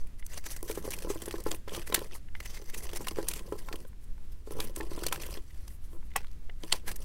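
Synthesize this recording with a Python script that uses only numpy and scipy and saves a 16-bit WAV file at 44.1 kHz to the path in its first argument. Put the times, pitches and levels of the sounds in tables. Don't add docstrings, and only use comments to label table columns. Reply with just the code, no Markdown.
import sys
import numpy as np
from scipy import signal
from scipy.fft import rfft, irfft
from scipy.io import wavfile

SR = 44100
rng = np.random.default_rng(int(sys.argv[2]) if len(sys.argv) > 2 else 0)


def put_to_file(sound):
    columns = np.atleast_2d(sound).T
    safe = np.clip(columns, -1, 1)
    whole_steps = np.round(safe * 32767)
    wavfile.write(sys.argv[1], SR, whole_steps.astype(np.int16))


def volts_from_decibels(level):
    exponent = np.asarray(level, float) / 20
    return 10 ** exponent


N = 310464

# pitch_hz, level_db (per Hz)
COARSE_SPECTRUM = [(250, 1), (700, 4), (1300, 1.5), (2200, 2.5), (4300, -0.5), (6500, -5.5), (10000, -10)]
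# pitch_hz, level_db (per Hz)
FINE_SPECTRUM = [(3000, -19), (5700, -3), (6900, -3), (8400, -1), (10500, 0), (13500, -1.5), (15800, -5.5)]


def rms_one(x):
    return x / np.sqrt(np.mean(x ** 2) + 1e-20)


def colour(x, spectrum):
    hz, db = np.transpose(spectrum)
    log_hz = np.log(np.maximum(np.fft.rfftfreq(len(x), 1 / SR), 1))
    gain = volts_from_decibels(np.interp(log_hz, np.log(hz), db))
    return rms_one(irfft(rfft(x) * gain, len(x)))


def band_pass(x, low_hz, high_hz):
    return signal.sosfilt(signal.butter(2, [low_hz, high_hz], "band", fs=SR, output="sos"), x)


def drift(rate_hz):
    r = np.exp(-80 * np.pi * rate_hz / SR)
    slow = signal.lfilter([1], [1, -2 * r, r * r], rng.standard_normal(N // 40 + 2002))[2000:]
    return np.interp(np.arange(N) / 40, np.arange(len(slow)), rms_one(slow))


def ring(clicks, hz, t60_s):
    r, w = volts_from_decibels(-60 / (t60_s * SR)), 2 * np.pi * hz / SR
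    return signal.lfilter([0, np.sin(w)], [1, -2 * r * np.cos(w), r * r], clicks + 1e-18)


def resonance(x, hz, width_hz):
    r = np.exp(-np.pi * width_hz / SR)
    top = np.array([1, 0, -1]) * (1 - r * r) / 2
    return signal.lfilter(top, [1, -2 * r * np.cos(2 * np.pi * hz / SR), r * r], x)


def grains(per_s, spread_db):
    sizes = volts_from_decibels(spread_db * np.minimum(rng.exponential(1, N), 5)) * rng.choice([-1, 1], N)
    return rms_one(sizes * (rng.random(N) < per_s / SR))


def patchy(x, low_hz, high_hz):
    edges = np.geomspace(low_hz, high_hz, 7)
    bands = [band_pass(x, low, high) for low, high in zip(edges, edges[1:])]
    return rms_one(sum(volts_from_decibels(2 * drift(40)) * band for band in bands))


def rumble():
    # pitch_hz, level_db (per Hz)
    rumble_spectrum = [(3, 0), (12, -5), (24, -13), (33, -22), (50, -18), (80, -28), (150, -40), (600, -80)]
    return volts_from_decibels(-33) * colour(rng.standard_normal(N), rumble_spectrum)


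def room():
    # pitch_hz, level_db (per Hz)
    room_spectrum = [(60, -53.5), (170, 2.5), (340, -5), (680, -16), (1700, -18), (6700, -25.5),
                     (12400, -27.5), (16000, -31.5)]
    return volts_from_decibels(-61.5 + 1.0 * drift(6.1)) * colour(rng.standard_normal(N), room_spectrum)


def pressure():
    # start_s, hold_s, crumble_db, dust_db and tremor_db (both relative to the crumble)
    pushes = [(0.0, 0.014, -71, 12, 18.5), (0.323, 0.058, -56, 7, 3.5), (0.446, 0.16, -61, 6, -2),
              (0.653, 0.23, -63.5, 7, 14.5), (0.87, 0.15, -56.5, 8, 8), (1.053, 0.35, -58.5, 6.5, 11),
              (1.467, 0.069, -55.5, 6.5, 10), (1.723, 0.067, -49, -0.5, 5.5), (1.898, 0.14, -54.5, 2.5, 6),
              (2.125, 0.0087, -52.5, -12, 2), (2.411, 0.31, -65, 6, 5), (2.781, 0.63, -59.5, 4.5, 10.5),
              (3.284, 0.036, -55.5, 5, 9), (3.453, 0.36, -66, 9, 16.5), (4.026, 0.55, -82.5, 12, 15),
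              (4.526, 0.16, -60.5, 6, 15), (4.759, 0.11, -60, -0.5, 11), (4.911, 0.45, -57.5, 2.5, 10),
              (5.42, 0.3, -69, 7, -7), (5.92, 0.078, -79.5, 13, 24), (6.171, 0.07, -68, -19, 5),
              (6.626, 0.15, -61, 3, -5), (6.896, 0.0094, -54.5, 7, 14), (7.007, 0.055, -62, 9, 7.5)]
    build_db_per_s, ease_db_per_s = 407, 299
    t, out = np.arange(N) / SR, np.full((3, N), -120.)
    for s, hold, db, dust_db, tremor_db in pushes:
        slack_db = build_db_per_s * np.maximum(s - t, 0) + ease_db_per_s * np.maximum(t - s - hold, 0)
        out = np.maximum(out, db - slack_db + np.array([[0], [dust_db], [tremor_db]]))
    return out


def brushes():
    # middle_s, length_s, level_db
    strokes = [
        (1.553, 0.025, -49.5),
        (2.152, 0.056, -65),
        (3.88, 0.022, -62),
        (4.035, 0.043, -69),
        (4.646, .016, -46),
        (4.788, 0.024, -48),
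        (5.723, .1, -63),
        (5.847, .06, -68),
        (5.937, 0.072, -65),
        (6.06, 0.037, -71),
    ]
    t = np.arange(N) / SR
    hiss = band_pass(rng.standard_normal(N), 8500, 14500)
    swells = sum(volts_from_decibels(db) * np.exp(-(2 * (t - s) / length) ** 4) for s, length, db in strokes)
    return swells * rms_one(hiss)


def hand(tremor_db):
    shudder = band_pass(rng.standard_normal(N), 80, 220)
    return volts_from_decibels(tremor_db - 6.5 + 2 * drift(12)) * rms_one(shudder)


def slip_judder(bite_hz, luck):
    judder = np.zeros(SR // 8)
    catch_s, settle_s = .007 + .002 * luck[-1], .015 + .003 * luck[-2]
    judder[[0, round(SR / bite_hz), round(catch_s * SR), round(settle_s * SR)]] = -1, -.4, .3, -.18
    return signal.lfilter([1], [1, -1.5, .5625], judder)


def ball(tremor_db):
    # pitch_hz, level_db, t60_s
    ball_modes = [(341.4, -11.5, 0.19), (425, -4.5, 0.054), (522, -3, 0.025), (837, -0.5, 0.071),
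                  (1013, 8, 0.038), (1335, -5.5, 0.069)]
    # start_s, peak_db, bite_hz
    knocks = [(0.629, -34, 373), (.699, -27.5, 448), (.775, -27, 412), (0.852, -32.5, 377),
              (0.878, -29.5, 510), (1.048, -31.5, 484), (1.072, -32, 336), (1.102, -25, 413),
              (1.279, -30.5, 397), (1.341, -27.5, 387), (1.52, -34.5, 417), (1.899, -34.5, 410),
              (1.978, -30.5, 344), (2.017, -32, 470), (3.114, -35, 348), (3.17, -35, 410),
              (3.186, -22, 425), (3.523, -25, 423), (3.741, -33, 363), (4.474, -38, 425),
              (4.509, -34.5, 425), (4.916, -34, 338), (4.977, -31.5, 347), (5.064, -33.5, 495),
              (5.932, -46.5, 353), (6.637, -34.5, 322), (2.598, -46, 443), (2.62, -44, 410),
              (3.85, -45, 490)]
    # start_s, peak_db, bite_hz, overtones_db (relative)
    jolts = [(1.464, -22, 424, -8.5), (1.677, -35, 490, -9), (1.9246, -29.5, 520, -4),
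             (3.007, -33, 395, -9), (3.072, -36, 1090, 5), (3.686, -36.5, 1360, 0),
             (6.737, -33.5, 980, -12), (6.745, -36.5, 600, -9), (6.172, -38, 780, 4),
             (4.553, -42, 439, -17), (4.593, -31, 402, -4), (4.803, -29, 420, -6.5), (5.125, -28, 1340, 5),
             (6.879, -42.5, 336, 0)]
    # start_s, peak_db, bite_hz
    more_knocks = [(0.463, -43, 315), (0.986, -50, 410), (1.158, -31.5, 350), (1.223, -38, 326),
                   (1.72, -35.5, 510), (1.769, -42, 334), (2.735, -46, 412), (2.933, -37.5, 440),
                   (3.231, -36, 410), (3.363, -44, 447), (3.478, -51, 448), (3.714, -40, 398), (4.569, -36, 425),
                   (4.644, -41, 337), (4.772, -33.5, 330), (5.023, -32.5, 350), (5.202, -45, 563),
                   (5.339, -52, 388), (5.373, -38, 350), (5.965, -51, 342), (7.002, -49, 437),
                   (6.4938, -45.5, 694), (4.697, -44, 520), (1.937, -33, 426), (5.114, -40, 480)]
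    soft_overtones_db = -15.5
    slips = [(*row, soft_overtones_db) for row in knocks] + jolts
    slips += [(*row, soft_overtones_db) for row in more_knocks]
    chance = rng.standard_normal((len(slips), len(ball_modes) + 2))
    out = np.zeros(N + SR)
    for (s, peak_db, bite_hz, over_db), luck in zip(slips, chance):
        judder = slip_judder(bite_hz, luck)
        knock = ring(judder, bite_hz, 0.017)
        for k, (hz, db, t60) in enumerate(ball_modes):
            tilt_db = min(over_db - 1.0, 3) if hz > 700 else -20 * (bite_hz > 2 * hz)
            gripped_hz = hz * (1 + 0.021 * luck[k - 3])
            knock = knock + volts_from_decibels(db + 2 * luck[k] + tilt_db) * ring(judder, gripped_hz, t60)
        i = round(s * SR)
        out[i:i + len(knock)] += volts_from_decibels(peak_db + 6.5) * knock / abs(knock).max()
    tremor = grains(250, spread_db=3.5) * volts_from_decibels(2.5 * drift(20))
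    drummed = 0
    for k, (hz, db, t60) in enumerate(ball_modes):
        drummed = drummed + (-1) ** k * volts_from_decibels(db - 20.0 * (hz > 700)) * ring(tremor, hz, 0.66 * t60)
    body = out[:N] + volts_from_decibels(tremor_db - 3.5) * rms_one(drummed)
    return signal.sosfilt(signal.butter(1, 240, "high", fs=SR, output="sos"), body)


def taps():
    # start_s, peak_db, pitch_hz
    touches = [
        (0.226, -41.5, 2025),
        (2.286, -47.5, 1870),
        (2.352, -33, 2000),
        (3.931, -48, 1060),
        (4.18, -47, 920),
        (6.028, -46.5, 1020),
        (6.116, -47.5, 2020),
        (6.205, -39, 825),
        (6.245, -40, 1190),
        (6.4971, -37.5, 1940),
    ]
    click = np.zeros(SR // 10)
    click[[0, 70, 150]] = 1, -.7, .4
    click = resonance(click, 2200, 1900) * 1.6
    out = np.zeros(N + SR)
    for s, peak_db, hz in touches:
        tap = ring(click, hz, .010) + .8 * ring(click, hz * 1.5, .004)
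        tap = tap + .6 * ring(click, hz / 2, .004) + .5 * click
        i = round(s * SR)
        out[i:i + len(click)] += volts_from_decibels(peak_db - 1.5) * tap
    return out[:N]


def blow(start_s, peak_db, swell_ms, fade_ms, modes):
    lead = SR // 50
    ms = np.arange(-lead, SR // 10) / SR * 1000
    burst = volts_from_decibels(-8.7 * np.where(ms < 0, -ms / swell_ms, ms / fade_ms))
    contacts = rng.standard_normal((len(modes), len(ms))) * burst
    sound = 0
    for (hz, db, t60), contact in zip(modes, contacts):
        mode = ring(contact, hz, t60)
        sound = sound + volts_from_decibels(db) * mode / abs(mode).max()
    out, i = np.zeros(N), round(start_s * SR) - lead
    out[i:i + len(ms)] = volts_from_decibels(peak_db - 9.0) * sound
    return out


def strike():
    # pitch_hz, level_db, t60_s
    strike_modes = [(452, -10, 0.036), (770, 1.5, 0.016), (1105, 0, 0.02), (1710, -8, 0.022),
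                    (1960, -3.5, 0.059), (2130, 0.5, 0.013), (2600, -5, .025), (3160, -5, 0.02),
                    (5370, -10.5, 0.016)]
    return blow(6.1598, peak_db=-15, swell_ms=1.2, fade_ms=2.6, modes=strike_modes)


def bite():
    # pitch_hz, level_db, t60_s
    bite_modes = [(2040, -6, 0.011), (3070, 3.5, 0.0096), (3560, -18, 0.013), (4320, 4.5, 0.0092),
                  (4730, -6, 0.011), (5400, -27, 0.011), (7480, -3.5, .012), (8400, -1, 0.0091),
                  (9680, -7, .01)]
    return blow(6.7265, peak_db=-10, swell_ms=2.5, fade_ms=1.5, modes=bite_modes)


def ticks():
    # start_s, peak_db, pitch_hz
    fractures = [(0.3793, -26, 6370), (0.465, -32, 2670), (0.505, -29, 5990), (0.5658, -29, 8350),
                 (0.6287, -24, 9990), (0.6877, -32, 9910), (0.9057, -26, 8100), (0.988, -28, 5680),
                 (1.0225, -34, 5250), (1.2194, -31, 7280), (1.2578, -28, 5600), (1.3101, -22, 1640),
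                 (1.439, -29, 9990), (1.5145, -21, 4820), (1.547, -29, 2330), (1.6789, -33, 1210),
                 (1.8749, -30, 1850), (1.924, -22, 1420), (1.9448, -7, 9990), (1.9466, -9, 2630),
                 (1.9481, -10, 4440), (2.3524, -30, 2020), (2.4038, -33, 1980), (2.458, -34, 3360),
                 (2.5021, -38, 5900), (2.546, -36, 4910), (2.7434, -29, 2710), (2.7789, -29, 6070),
                 (2.8927, -32, 5510), (2.9322, -33, 1380), (2.9605, -26, 1810), (3.0707, -23, 1680),
                 (3.0835, -20, 2760), (3.1604, -31, 2240), (3.2861, -13, 9990), (3.3365, -24, 5170),
                 (3.3587, -35, 5040), (3.3937, -31, 2890), (3.6864, -32, 1380), (3.7274, -26, 2330),
                 (3.7579, -33, 2200), (4.5088, -33, 5810), (4.6048, -17, 5810), (4.7626, -26, 9990),
                 (4.8081, -27, 1810), (4.991, -30, 4180), (5.0356, -21, 9990), (5.0656, -18, 4650),
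                 (5.084, -30, 5080), (5.1261, -15, 5810), (5.2206, -30, 5860), (5.3414, -32, 4910),
                 (5.6788, -37, 3570), (6.6354, -29, 4650), (6.7256, -13, 4650), (6.7267, -11, 2540),
                 (6.8659, -38, 9990), (6.8799, -28, 5170), (6.9162, -29, 2410), (6.9596, -30, 8910)]
    out, ms = np.zeros(N + SR), np.arange(SR // 100) / SR * 1000
    sparks = 0.56 * rng.standard_normal((len(fractures), len(ms))) * np.exp(-ms / 0.2)
    sparks[:, 0] = -1
    for (s, peak_db, hz), spark in zip(fractures, sparks):
        spark = resonance(spark, hz, hz * 0.88)
        spark = signal.lfilter([1], [1, -np.exp(-np.pi * hz / SR)], spark)
        i = round(s * SR) - 2
        out[i:i + len(ms)] += volts_from_decibels(peak_db - 2.5) * spark / abs(spark).max()
    return out[:N]


def cracks():
    # top_s, flake_hz, coarse_db, fine_db
    snaps = [(.265, 6040, -50.5, -40), (.629, 8360, -48, -33.5), (.9201, 5750, -34.5, -41),
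             (.9888, 6160, -40.5, -38), (1.3115, 3020, -38.5, -37), (1.4394, 8610, -70, -41),
             (1.4641, 1700, -64, -64), (1.4738, 6160, -53, -40), (1.5159, 7040, -25.5, -33),
             (1.5477, 2600, -40, -37), (1.6943, 3330, -41, -56), (1.9256, 3200, -28.5, -51),
             (2.045, 2460, -50, -49), (2.8924, 2540, -39.5, -62.5), (2.9341, 3250, -38.5, -38),
             (3.1605, 2880, -53, -60), (3.3372, 3030, -34, -28.5), (3.3938, 2650, -43, -41),
             (3.688, 1390, -39.5, -66), (4.508, 5640, -48, -65), (4.6036, 3300, -27, -26.5),
             (4.8095, 1760, -35.5, -72), (5.126, 3500, -26.5, -23.5), (5.129, 1500, -34, -42),
             (5.16, 1690, -35.5, -45), (5.2354, 2560, -36.5, -47), (5.3412, 4840, -41, -39.5),
             (5.6802, 5800, -44.5, -47), (6.636, 3000, -39.5, -58), (6.7265, 4600, -23.5, -26),
             (1.9448, 3050, -26, -14), (1.9487, 4320, -25, -16.5), (1.795, 5900, -50, -55),
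             (2.9605, 1000, -40, -51), (1.992, 4000, -40, -36.5), (1.96, 3200, -39, -40),
             (4.799, 5000, -54, -60), (6.733, 8400, -35, -35)]
    splits = [(.564, 8500, -41, -36), (.712, 2370, -38.5, -35.5), (.9069, 7700, -40, -30),
              (1.023, 2460, -43.5, -41), (1.2197, 3200, -43.5, -35), (1.2585, 8250, -45, -34),
              (1.4036, 6100, -52, -50), (1.6816, 1400, -39.5, -63), (1.7484, 3400, -36.5, -41),
              (4.934, 4000, -49, -51), (2.403, 1960, -36.5, -45), (3.071, 1210, -33, -36),
              (3.0838, 2850, -34.5, -30), (3.2853, 6450, -41, -19.5), (3.5245, 3160, -48, -48),
              (3.7279, 1950, -34, -50), (3.7576, 3080, -46.5, -43), (4.7614, 9300, -40.5, -34.5),
              (4.9912, 4240, -46, -43), (5.036, 1610, -33, -33), (5.0656, 4630, -27.5, -27),
              (5.084, 2960, -38, -37), (5.1979, 2480, -50, -66), (5.3733, 3380, -44.5, -63),
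              (6.163, 2110, -36, -22), (6.9154, 2700, -38.5, -38), (6.961, 8360, -47, -34.5)]
    crushes = [(.1962, 2040, -54, -51), (.3777, 4850, -41, -42.5), (.465, 6250, -36.5, -35.5),
               (.7537, 7400, -46, -40), (.937, 2600, -37.5, -34), (1.3576, 1660, -44, -61),
               (1.488, 6650, -46, -45), (1.7654, 5950, -41.5, -40), (1.875, 2000, -43, -38.5),
               (1.8987, 3100, -74, -49), (2.46, 2060, -40.5, -40.5), (2.5743, 2080, -43, -52),
               (2.6978, 1990, -48.5, -47), (2.7458, 2550, -39, -38.5), (2.9705, 5530, -38.5, -34.5),
               (3.3147, 2420, -39, -35), (3.5897, 4930, -47.5, -43.5), (3.6496, 3320, -59, -71),
               (4.0412, 5440, -69, -58), (4.3237, 5180, -61, -53.5), (4.5207, 7600, -81, -44.5),
               (5.2216, 5950, -39.5, -40.5), (5.2645, 1620, -48, -40.5), (5.5059, 1950, -59, -73),
               (6.76, 6040, -46.5, -46.5)]
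    tears = [(.3291, 2750, -51, -56), (.5126, 5760, -43.5, -36), (.6488, 8670, -78, -48),
             (.696, 1640, -43.5, -37), (.7763, 1700, -48.5, -45), (.85, 5940, -47, -44),
             (1.1015, 6450, -38.5, -38), (1.383, 5760, -57, -66), (1.736, 3220, -49, -44),
             (1.9625, 1770, -37, -51), (2.15, 6360, -54, -43.5), (2.501, 5860, -48, -53),
             (2.545, 5030, -47.5, -47.5), (2.778, 5960, -48, -38.5), (2.835, 2100, -53.5, -40.5),
             (3.0126, 5730, -52, -44), (3.1863, 1600, -45, -47.5), (3.3602, 2660, -47.5, -38.5),
             (4.4698, 4700, -60.5, -55), (4.7797, 3390, -62, -60), (4.9167, 4280, -55, -53),
             (5.3063, 6000, -59, -47), (5.8421, 6200, -64, -61), (6.8802, 1710, -38, -37),
             (6.172, 2560, -43, -63), (6.745, 980, -46, -59), (6.757, 4500, -57, -59),
             (4.645, 2950, -53, -54), (4.618, 2540, -46.5, -43), (5.14, 2500, -47, -42.5),
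             (.25, 8000, -78, -57), (2.365, 2000, -58, -59), (3.87, 1700, -75, -65)]
    crumbs = [(.0716, 1970, -54.5, -51), (.4415, 2110, -50, -48), (.68, 5700, -47, -48),
              (.826, 6000, -51, -54), (2.0668, 6030, -58, -53), (2.1126, 1900, -49, -65),
              (2.597, 6100, -54, -58), (2.6223, 6140, -51, -50), (2.7, 5900, -51, -52),
              (2.961, 2000, -41, -36), (3.048, 2480, -50, -62), (3.0545, 1800, -52, -62),
              (3.1132, 4500, -54, -56), (3.8255, 8970, -70, -55), (3.851, 1460, -55, -70),
              (4.18, 7000, -70, -66), (4.25, 7000, -72, -66), (5.9316, 3300, -60.5, -58),
              (6.106, 1980, -56, -75), (6.1377, 2000, -54, -74), (6.207, 5500, -55, -58),
              (6.216, 900, -53, -70), (6.232, 2000, -54, -64), (6.247, 3200, -54, -56),
              (6.27, 4000, -56, -60), (6.283, 1000, -56, -72), (6.315, 5000, -57, -61),
              (6.3313, 6000, -58, -60), (6.689, 6000, -54, -56), (6.738, 1700, -38, -52),
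              (6.785, 5900, -55, -64)]
    kinds = [(snaps, (1.1, 1.9)), (splits, (.7, 4.66)), (crushes, (5, 5.7)), (tears, (6.1, 16.9)),
             (crumbs, (1.3, 2.1))]
    breaks = [(*row, *shape_ms) for rows, shape_ms in kinds for row in rows]
    lead, out = SR // 25, np.zeros(N + SR)
    ms = np.arange(-lead, 3 * lead) / SR * 1000
    coarse = colour(grains(12000, spread_db=-1), COARSE_SPECTRUM)
    fine = colour(grains(17000, spread_db=4.5), FINE_SPECTRUM)
    splinters = rng.random((len(breaks), 2))
    for (s, hz, coarse_db, fine_db, swell, fade), (low_luck, high_luck) in zip(breaks, splinters):
        span = round(s * SR) - lead + np.arange(len(ms))
        rise = volts_from_decibels(-7.0 * (abs(ms) / max(swell, .2)) ** 0.97)
        fall = volts_from_decibels(-7.0 * (abs(ms) / max(fade, .5)) ** 1.5) + .1 * volts_from_decibels(-.9 * ms)
        first = 0.24 * volts_from_decibels(-15 * ms * (ms > 0))
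        shape = np.where(ms < 0, rise, np.minimum(fall, 1) + first)
        low, high = shape * coarse[span % N], shape * fine[span % N]
        flake = resonance(low, hz, hz * .11)
        low = 0.59 * low + 1.82 * flake + 0.4 * resonance(low, 1500 * 4 ** low_luck, 540)
        high = 0.53 * high + 0.55 * resonance(high, 7000 * 2 ** high_luck, 1150)
        out[span] += volts_from_decibels(coarse_db + 0.34) * low + volts_from_decibels(fine_db + 0.16) * high
    return out[:N]


def crumble(coarse_db, fine_db, breaks):
    # pitch_hz, width_hz, level_db
    blade_modes = [(2020, 260, 5), (4900, 320, 3), (6150, 300, 19)]
    # time_s, ring_db
    free_blade = [
        (.55, -1),
        (1.1, -14),
        (2.25, -14),
        (2.45, 0),
        (2.7, -3),
        (3.3, -14),
    ]
    clump_db = 2.6 * drift(49) + 0.35 * drift(136)
    coarse = patchy(colour(grains(4000, spread_db=3.0), COARSE_SPECTRUM), low_hz=501, high_hz=10740)
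    fine = patchy(colour(grains(9000, spread_db=3.5), FINE_SPECTRUM), low_hz=4100, high_hz=18300)
    snapping = signal.lfilter([1], [1, -.985], abs(grains(120, spread_db=3)))
    opening = 1 + 2.2 * np.clip((coarse_db + 72) / 8, 0, 1) * np.tanh(.09 * snapping)
    coarse = volts_from_decibels(coarse_db + clump_db) * opening * coarse
    fine = volts_from_decibels(fine_db + 0.44 * clump_db) * opening * fine
    drive = coarse + 0.07 * breaks
    blade = sum(volts_from_decibels(db) * resonance(drive, hz, width) for hz, width, db in blade_modes)
    ring_db = np.interp(np.arange(N) / SR, *np.transpose(free_blade))
    return coarse + fine + volts_from_decibels(ring_db) * blade


def scene():
    coarse_db, fine_db, tremor_db = pressure()
    breaks = cracks()
    soap = crumble(coarse_db - 0.5, fine_db - 7.0, breaks) + breaks + ticks()
    blade = taps() + strike() + bite()
    held = ball(tremor_db) + hand(tremor_db) + brushes()
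    return (soap + blade + held + room() + rumble())[None]


def roll_off(x):
    return signal.sosfilt(signal.butter(12, 16640, fs=SR, output="sos"), x)


def record(dry):
    cutoff_hz = 15800
    cut = signal.sosfilt(signal.ellip(8, .5, 29, cutoff_hz, fs=SR, output="sos"), dry)
    cut = signal.sosfilt(signal.ellip(8, .5, 60, cutoff_hz + 800, fs=SR, output="sos"), cut)
    return roll_off(cut)


dry = scene()
out = record(dry)
put_to_file(out)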